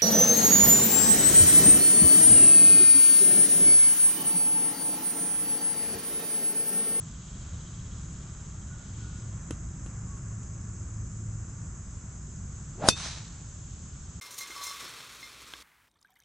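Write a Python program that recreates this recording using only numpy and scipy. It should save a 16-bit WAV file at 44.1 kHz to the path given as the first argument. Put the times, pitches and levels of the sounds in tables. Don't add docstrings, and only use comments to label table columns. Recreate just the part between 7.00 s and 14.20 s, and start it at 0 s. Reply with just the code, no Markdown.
import sys
import numpy as np
from scipy.fft import rfft, irfft, next_fast_len
from scipy.io import wavfile
from scipy.ndimage import map_coordinates

SR = 44100
rng = np.random.default_rng(int(sys.argv[2]) if len(sys.argv) > 2 else 0)


def master_out(mix):
    frames = np.transpose(np.atleast_2d(mix))
    ceiling = np.clip(frames, -1, 1)
    pcm = np.round(ceiling * 32767).astype(np.int16)
    wavfile.write(sys.argv[1], SR, pcm)


N = 317520

# (frequency [Hz], level [dB])
ENGINE_COLOUR = [(15, -16.5), (25, -10), (55, 1), (90, 1), (125, -2), (160, -3.5), (210, -11), (270, -19.5),
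                 (380, -25), (600, -42), (1500, -83.5)]
# (frequency [Hz], level [dB])
TYRE_COLOUR = [(150, -7.5), (400, 0.5), (600, 1), (900, -0.5), (1150, 3.5), (1450, 2.5), (2000, -5),
               (2800, -11.5), (4200, -32.5), (8000, -61)]
# (time when nearest [s], time until 3 dB down [s], level [dB])
ENGINE_PASS = (2.7, 3.68, -39)
TYRE_PASS = (1.2, 5.44, -57.5)
# (frequency [Hz], side level [dB])
BACKGROUND_WIDTH = [(25, -18), (70, -30.5), (150, -27.5), (400, -14), (950, -15.5), (1450, -3.5),
                    (2500, -3.5), (4000, -5), (8000, -5.5)]
# (frequency [Hz], level [dB])
LEAF_COLOUR = [(1200, -26.5), (2400, -1.5), (3200, 3), (4000, 1.5), (5500, 1.5), (8000, -15), (9500, -53),
               (12000, -56)]
# (peak time [s], half length [s], level [dB])
GUSTS = [(.45, 1.3, -61), (2.04, 0.27, -60), (7.1, 1.85, -64)]
# (peak time [s], half length [s], level [dB])
DRONE_SWELLS = [(1.05, 0.71, -50), (2.33, 0.35, -41.5), (3.2, 0.43, -40.5), (4.1, 0.56, -37.5)]
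# (multiple of its pitch [times], level [dB])
DRONE_PARTIALS = [(1, 0.5), (1.5, -14), (3.1, -25.5)]
# (frequency [Hz], level [dB])
CHORUS_COLOUR = [(3500, -67), (4700, -21), (5250, -10), (5850, -14.5), (6080, -0.5), (6550, 0.5),
                 (6800, -2), (7170, 3.5), (7450, -0.5), (7850, 0.5), (8100, -14), (8500, -19.5),
                 (9300, -46.5), (11000, -80)]
# (frequency [Hz], level [dB])
SINGERS = [(6555, -65), (7165, -65.5)]
# (frequency [Hz], level [dB])
RASP_COLOUR = [(2200, -23), (2900, -6.5), (3100, 4), (3330, 6), (3550, -7), (3900, 6.5), (4150, -13.5),
               (5000, -46.5)]
# (peak time [s], half length [s], level [dB])
RASP_SWELLS = [(.5, 0.78, -67), (1.8, 1, -72)]
# (time [s], frequency [Hz], level [dB])
WHISTLES = [(1.672, 1438, -48.5), (1.99, 1445, -48.5), (3.06, 1100, -48.5), (3.45, 1105, -56)]
# (time [s], thud level [dB], tick level [dB], ring level [dB])
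TAPS = [(2.5079, -19, -32.5, -48), (2.862, -32.5, -44.5, -55), (3.174, -50, -51, -70),
        (3.431, -53, -53, -70)]
# (frequency [Hz], level [dB], fade time [s])
THUD_TONES = [(202, -1, 0.027), (288, 7, 0.026), (433, -2, .028)]
# (frequency [Hz], level [dB])
TICK_COLOUR = [(300, -20), (1200, 10), (2000, 0.5), (3000, 3), (4500, -5), (6400, 2), (8000, -5),
               (10500, -1.5), (12000, -40)]
# (frequency [Hz], level [dB], fade time [s])
GROUNDED_HEAD_TONES = [(2750, -2.5, 0.098), (3020, -7, 0.05), (3400, -11, 0.063), (3970, -5.5, 0.062)]
# (frequency [Hz], level [dB])
VORTEX_COLOUR = [(60, -13), (190, -2.5), (350, -11.5), (500, -5), (620, 1), (720, -3), (850, -12.5),
                 (1100, -11), (1600, -17), (2500, -26), (5000, -31), (8000, -54.5), (12000, -91)]
# (frequency [Hz], level [dB])
HISS_COLOUR = [(800, -31), (2000, -5), (4000, -1.5), (7000, -2.5), (10500, -4), (11500, -30.5),
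               (14000, -60)]
# (frequency [Hz], level [dB], fade time [s])
KNOCK_TONES = [(565, -1.5, .006), (353, -11, 0.012), (213, -18, 0.025)]
# (frequency [Hz], level [dB])
THUMP_COLOUR = [(15, -2.5), (45, 0.5), (130, -3.5), (250, -12), (500, -25), (1500, -60)]
# (frequency [Hz], level [dB], fade time [s])
FACE_TONES = [(3820, 4, 0.018), (4820, 1, 0.03), (5420, 2, .022), (6700, -4, 0.024), (8760, -11, 0.034),
              (9800, -24, 0.0206), (10820, -15.5, 0.036)]
# (frequency [Hz], level [dB])
CRACK_COLOUR = [(300, 0), (1400, 1), (2000, -16.5), (3000, -10), (4000, -6), (5500, -5.5), (7000, -5),
                (8200, -6.5), (10800, -11), (11600, -42), (14000, -58)]
# (frequency [Hz], level [dB])
CROWN_COLOUR = [(300, -19), (1200, -11.5), (2000, -14), (3200, -8.5), (4000, -8.5), (5800, -0.5),
                (7000, -8.5), (8300, -7.5), (10700, -9), (11500, -46), (14000, -70.5)]
# (frequency [Hz], level [dB], fade time [s])
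RINGING_TONES = [(2530, -2.5, 0.18), (2610, -8.5, 0.16), (3560, -3, 0.29), (4380, -2.5, 0.14),
                 (4985, -2, .09), (5600, -4.5, 0.14), (5700, -5, .12), (6000, -2, 0.15), (6500, -10, .1),
                 (7400, 1.5, 0.069), (9820, -14, .08), (12200, -14, 0.06)]
# (frequency [Hz], level [dB])
ECHO_COLOUR = [(150, -12), (400, -10.5), (700, -3), (1300, 1), (2000, -2.5), (2700, -0.5), (3300, -2),
               (3900, 4.5), (4700, 0), (5800, 2.5), (6250, 7), (6800, -4), (8500, -4), (10200, -11.5),
               (11500, -52)]
# (delay [s], level [dB])
TRUNKS = [(.083, -43), (.174, -27), (.287, -34.5)]

CALM_DB = -71
DRONE_HZ = 108.3
RASP_PULSES_PER_S, RASP_QUICKENING_PER_S2 = 14.5, 2
WHISTLE_RISE_S, WHISTLE_T60_S = .07, 0.79
FASTEST_S, SPEED_UP_S, SLOW_DOWN_S = 5.851, .042, .046
VORTEX_HZ, SWISH_DB = 778, -26.5
SWISH_POWER = 3.8
IMPACT_S = 5.8867
GRASS_DB, GRASS_T60_S = -40, .3
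NEAR_TREES_S, FAR_TREES_S = 0.067, .18
WOODS_DB, WOODS_RISE_S, WOODS_T60_S = -38.5, 0.014, 0.7
TOP_HZ = 13100


def amp(db):
    return 10 ** (np.asarray(db) / 20)


def unit(x):
    return x / np.sqrt(np.mean(x ** 2) + 1e-20)


def along(points, hz):
    f, v = np.transpose(points)
    return np.interp(np.log(hz + 1), np.log(f + 1), v)


def since(s):
    return np.maximum(np.arange(N) / SR - s, 0)


def phase_of(hz):
    return 2 * np.pi * np.cumsum(hz) / SR


def wobble(rate):
    knots = rng.standard_normal(int(N * rate / SR) + 4)
    return map_coordinates(knots, [np.arange(N) * rate / SR])


def filtered(x, response):
    padded = next_fast_len(N + SR // 2)
    spectrum = rfft(x, padded) * response(np.fft.rfftfreq(padded, 1 / SR))
    return irfft(spectrum, padded)[..., :N]


def pan(left_db):
    return amp([[left_db / 2], [-left_db / 2]])


def noise(spectrum, side_db):
    mid, side = filtered(rng.standard_normal((2, N)), lambda hz: amp(along(spectrum, hz)))
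    if np.ndim(side_db):
        side = filtered(side, lambda hz: amp(along(side_db, hz)))
    else:
        side = amp(side_db) * side
    return unit(np.array([mid + side, mid - side]))


def decay(t, t60, attack):
    fade = np.exp(-np.log(1000) * np.minimum(t / t60, 10))
    return fade * (1 - np.exp(-t / attack))


def ring(modes, t, attack, spread=0):
    out = np.zeros((2, N))
    live = (t > 0) & (t < .5)
    for hz, db, t60 in modes:
        phase = spread * rng.choice([-1, 1]) * np.array([[1], [-1]])
        tone = np.sin(2 * np.pi * hz * t[live] + phase)
        out[:, live] += amp(db) * decay(t[live], t60, attack) * tone
    return out


def passing(nearest_s, width_s, db):
    return amp(db) / np.hypot(1, (since(0) - nearest_s) / width_s)


def swells(rows):
    power = 0
    for s, half, db in rows:
        bell = amp(db) * np.exp(-((since(0) - s) / half) ** 2)
        power = power + bell ** 2
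    return np.sqrt(power)


def background():
    rumble = passing(*ENGINE_PASS) * amp(0.65 * wobble(5)) * noise(ENGINE_COLOUR, BACKGROUND_WIDTH)
    tyres = passing(*TYRE_PASS) * amp(0.7 * wobble(5.5)) * noise(TYRE_COLOUR, BACKGROUND_WIDTH)
    stirring = np.hypot(amp(CALM_DB), swells(GUSTS))
    leaves = stirring * amp(.7 * wobble(12)) * noise(LEAF_COLOUR, BACKGROUND_WIDTH)
    turning = phase_of(DRONE_HZ + 2.22 * wobble(9))
    drone = sum(amp(db + 2.0 * wobble(12)) * np.sin(k * turning) for k, db in DRONE_PARTIALS)
    return rumble + tyres + leaves + swells(DRONE_SWELLS) * drone


def insects():
    chorus = amp(-52 + 0.36 * wobble(14)) * noise(CHORUS_COLOUR, side_db=-6.5) * pan(left_db=-0.5)
    singers = 0
    for hz, db in SINGERS:
        tone = np.sin(phase_of(hz + 18 * wobble(90)))
        singers = singers + amp(db + 2.8 * wobble(20)) * tone
    pulses = np.sin(phase_of(RASP_PULSES_PER_S + RASP_QUICKENING_PER_S2 * since(0)))
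    rasp = swells(RASP_SWELLS) * amp(5.5 * pulses) * noise(RASP_COLOUR, side_db=-12.5)
    return chorus + singers + rasp


def whistles():
    waver = phase_of(14 * wobble(70))
    notes = 0
    for s, hz, db in WHISTLES:
        t = since(s)
        tone = np.sin(2 * np.pi * hz * t + waver)
        notes = notes + amp(db) * decay(t, WHISTLE_T60_S, WHISTLE_RISE_S) * tone
    return notes * amp(1.8 * wobble(30))


def taps():
    out = np.zeros((2, N))
    grass = noise(TICK_COLOUR, side_db=-9)
    for s, thud_db, tick_db, ring_db in TAPS:
        t = since(s)
        out += amp(thud_db - 7.0) * ring(THUD_TONES, t, attack=0.0013)
        snap = decay(t, t60=0.012, attack=.0001)
        rustle = amp(-17) * decay(t, t60=0.16, attack=0.00075)
        out += amp(tick_db) * grass * (snap + rustle)
        out += amp(ring_db) * ring(GROUNDED_HEAD_TONES, t, attack=0.00034, spread=.3)
    return out


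def swish():
    t = since(0) - FASTEST_S
    speed = 1 / np.hypot(1, t / np.where(t < 0, SPEED_UP_S, SLOW_DOWN_S))
    vortex_hz = VORTEX_HZ * speed
    travel = np.cumsum(vortex_hz) / 700
    steady_air = noise(VORTEX_COLOUR, side_db=-17.5)
    air = np.array([map_coordinates(channel, [travel], mode="wrap") for channel in steady_air])
    tone = amp(2 * wobble(150)) * np.sin(phase_of(vortex_hz * (1 + .06 * wobble(250))))
    return amp(SWISH_DB) * speed ** SWISH_POWER * (amp(-3.0) * air + amp(-4.0) * tone)


def hiss_around_hit():
    nearness = np.exp(-np.abs(since(0) - IMPACT_S) / 0.013)
    return amp(-28.0) * nearness * noise(HISS_COLOUR, side_db=-4)


def strike():
    t = since(IMPACT_S)
    contact = t / .00033
    push = contact ** 2 * np.exp(-contact) * np.sin(2 * np.pi * 1300 * t)
    knock = amp(0.5) * ring(KNOCK_TONES, t, attack=0.00048)
    thump = amp(-15) * decay(t, t60=.06, attack=.001) * noise(THUMP_COLOUR, side_db=13)
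    face = amp(-11.0) * ring(FACE_TONES, t, attack=0.00087, spread=0.34)
    crack = amp(-5) * decay(t, t60=.017, attack=0.00047) * noise(CRACK_COLOUR, side_db=-8)
    crown = amp(-20.5) * decay(t, t60=0.096, attack=.002) * noise(CROWN_COLOUR, side_db=-2)
    doppler = 1 + .04 * (1 - np.cos(np.minimum(17 * t, np.pi)))
    bent_time = np.cumsum(doppler * (t > 0)) / SR
    flutter = amp(-25.5 + 2.4 * wobble(130))
    ringing = flutter * ring(RINGING_TONES, bent_time, attack=0.0019, spread=0.26)
    return push - knock + thump + (face + crack + crown + ringing) * pan(left_db=1.3)


def woods(blow):
    nearby = amp(GRASS_DB) * decay(since(IMPACT_S), GRASS_T60_S, attack=.004)
    nearby = nearby * noise(ECHO_COLOUR, side_db=-4.5)
    rise = 1 - np.exp(-since(IMPACT_S + NEAR_TREES_S) / WOODS_RISE_S)
    fall = np.exp(-np.log(1000) * since(IMPACT_S + FAR_TREES_S) / WOODS_T60_S)
    grain = amp(WOODS_DB + 1.5 * wobble(260))
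    wash = rise * fall * grain * noise(ECHO_COLOUR, side_db=-8.0) * pan(left_db=-0.8)
    far = 1 - np.exp(-(since(IMPACT_S) / 0.26) ** 2)
    dull_wash = filtered(wash, lambda hz: 1 / (1 + (hz / 7300) ** 8))
    wash = (1 - far) * wash + far * amp(3) * dull_wash
    returned = filtered(blow, lambda hz: 1j * hz / (450 + 1j * hz) / (1 + 1j * hz / 5000) ** 2)
    slaps = sum(amp(db) * np.roll(returned, round(delay * SR), axis=1) for delay, db in TRUNKS)
    return nearby + wash + slaps


def scene():
    blow = strike()
    swing = swish() + hiss_around_hit()
    return background() + insects() + whistles() + taps() + swing + blow + woods(blow)


def record(dry):
    rounded = dry / (1 + np.abs(dry / .95) ** 6) ** (1 / 6)
    return filtered(rounded, lambda hz: 1 / np.sqrt(1 + (hz / TOP_HZ) ** 80))


dry = scene()
out = record(dry)
master_out(out)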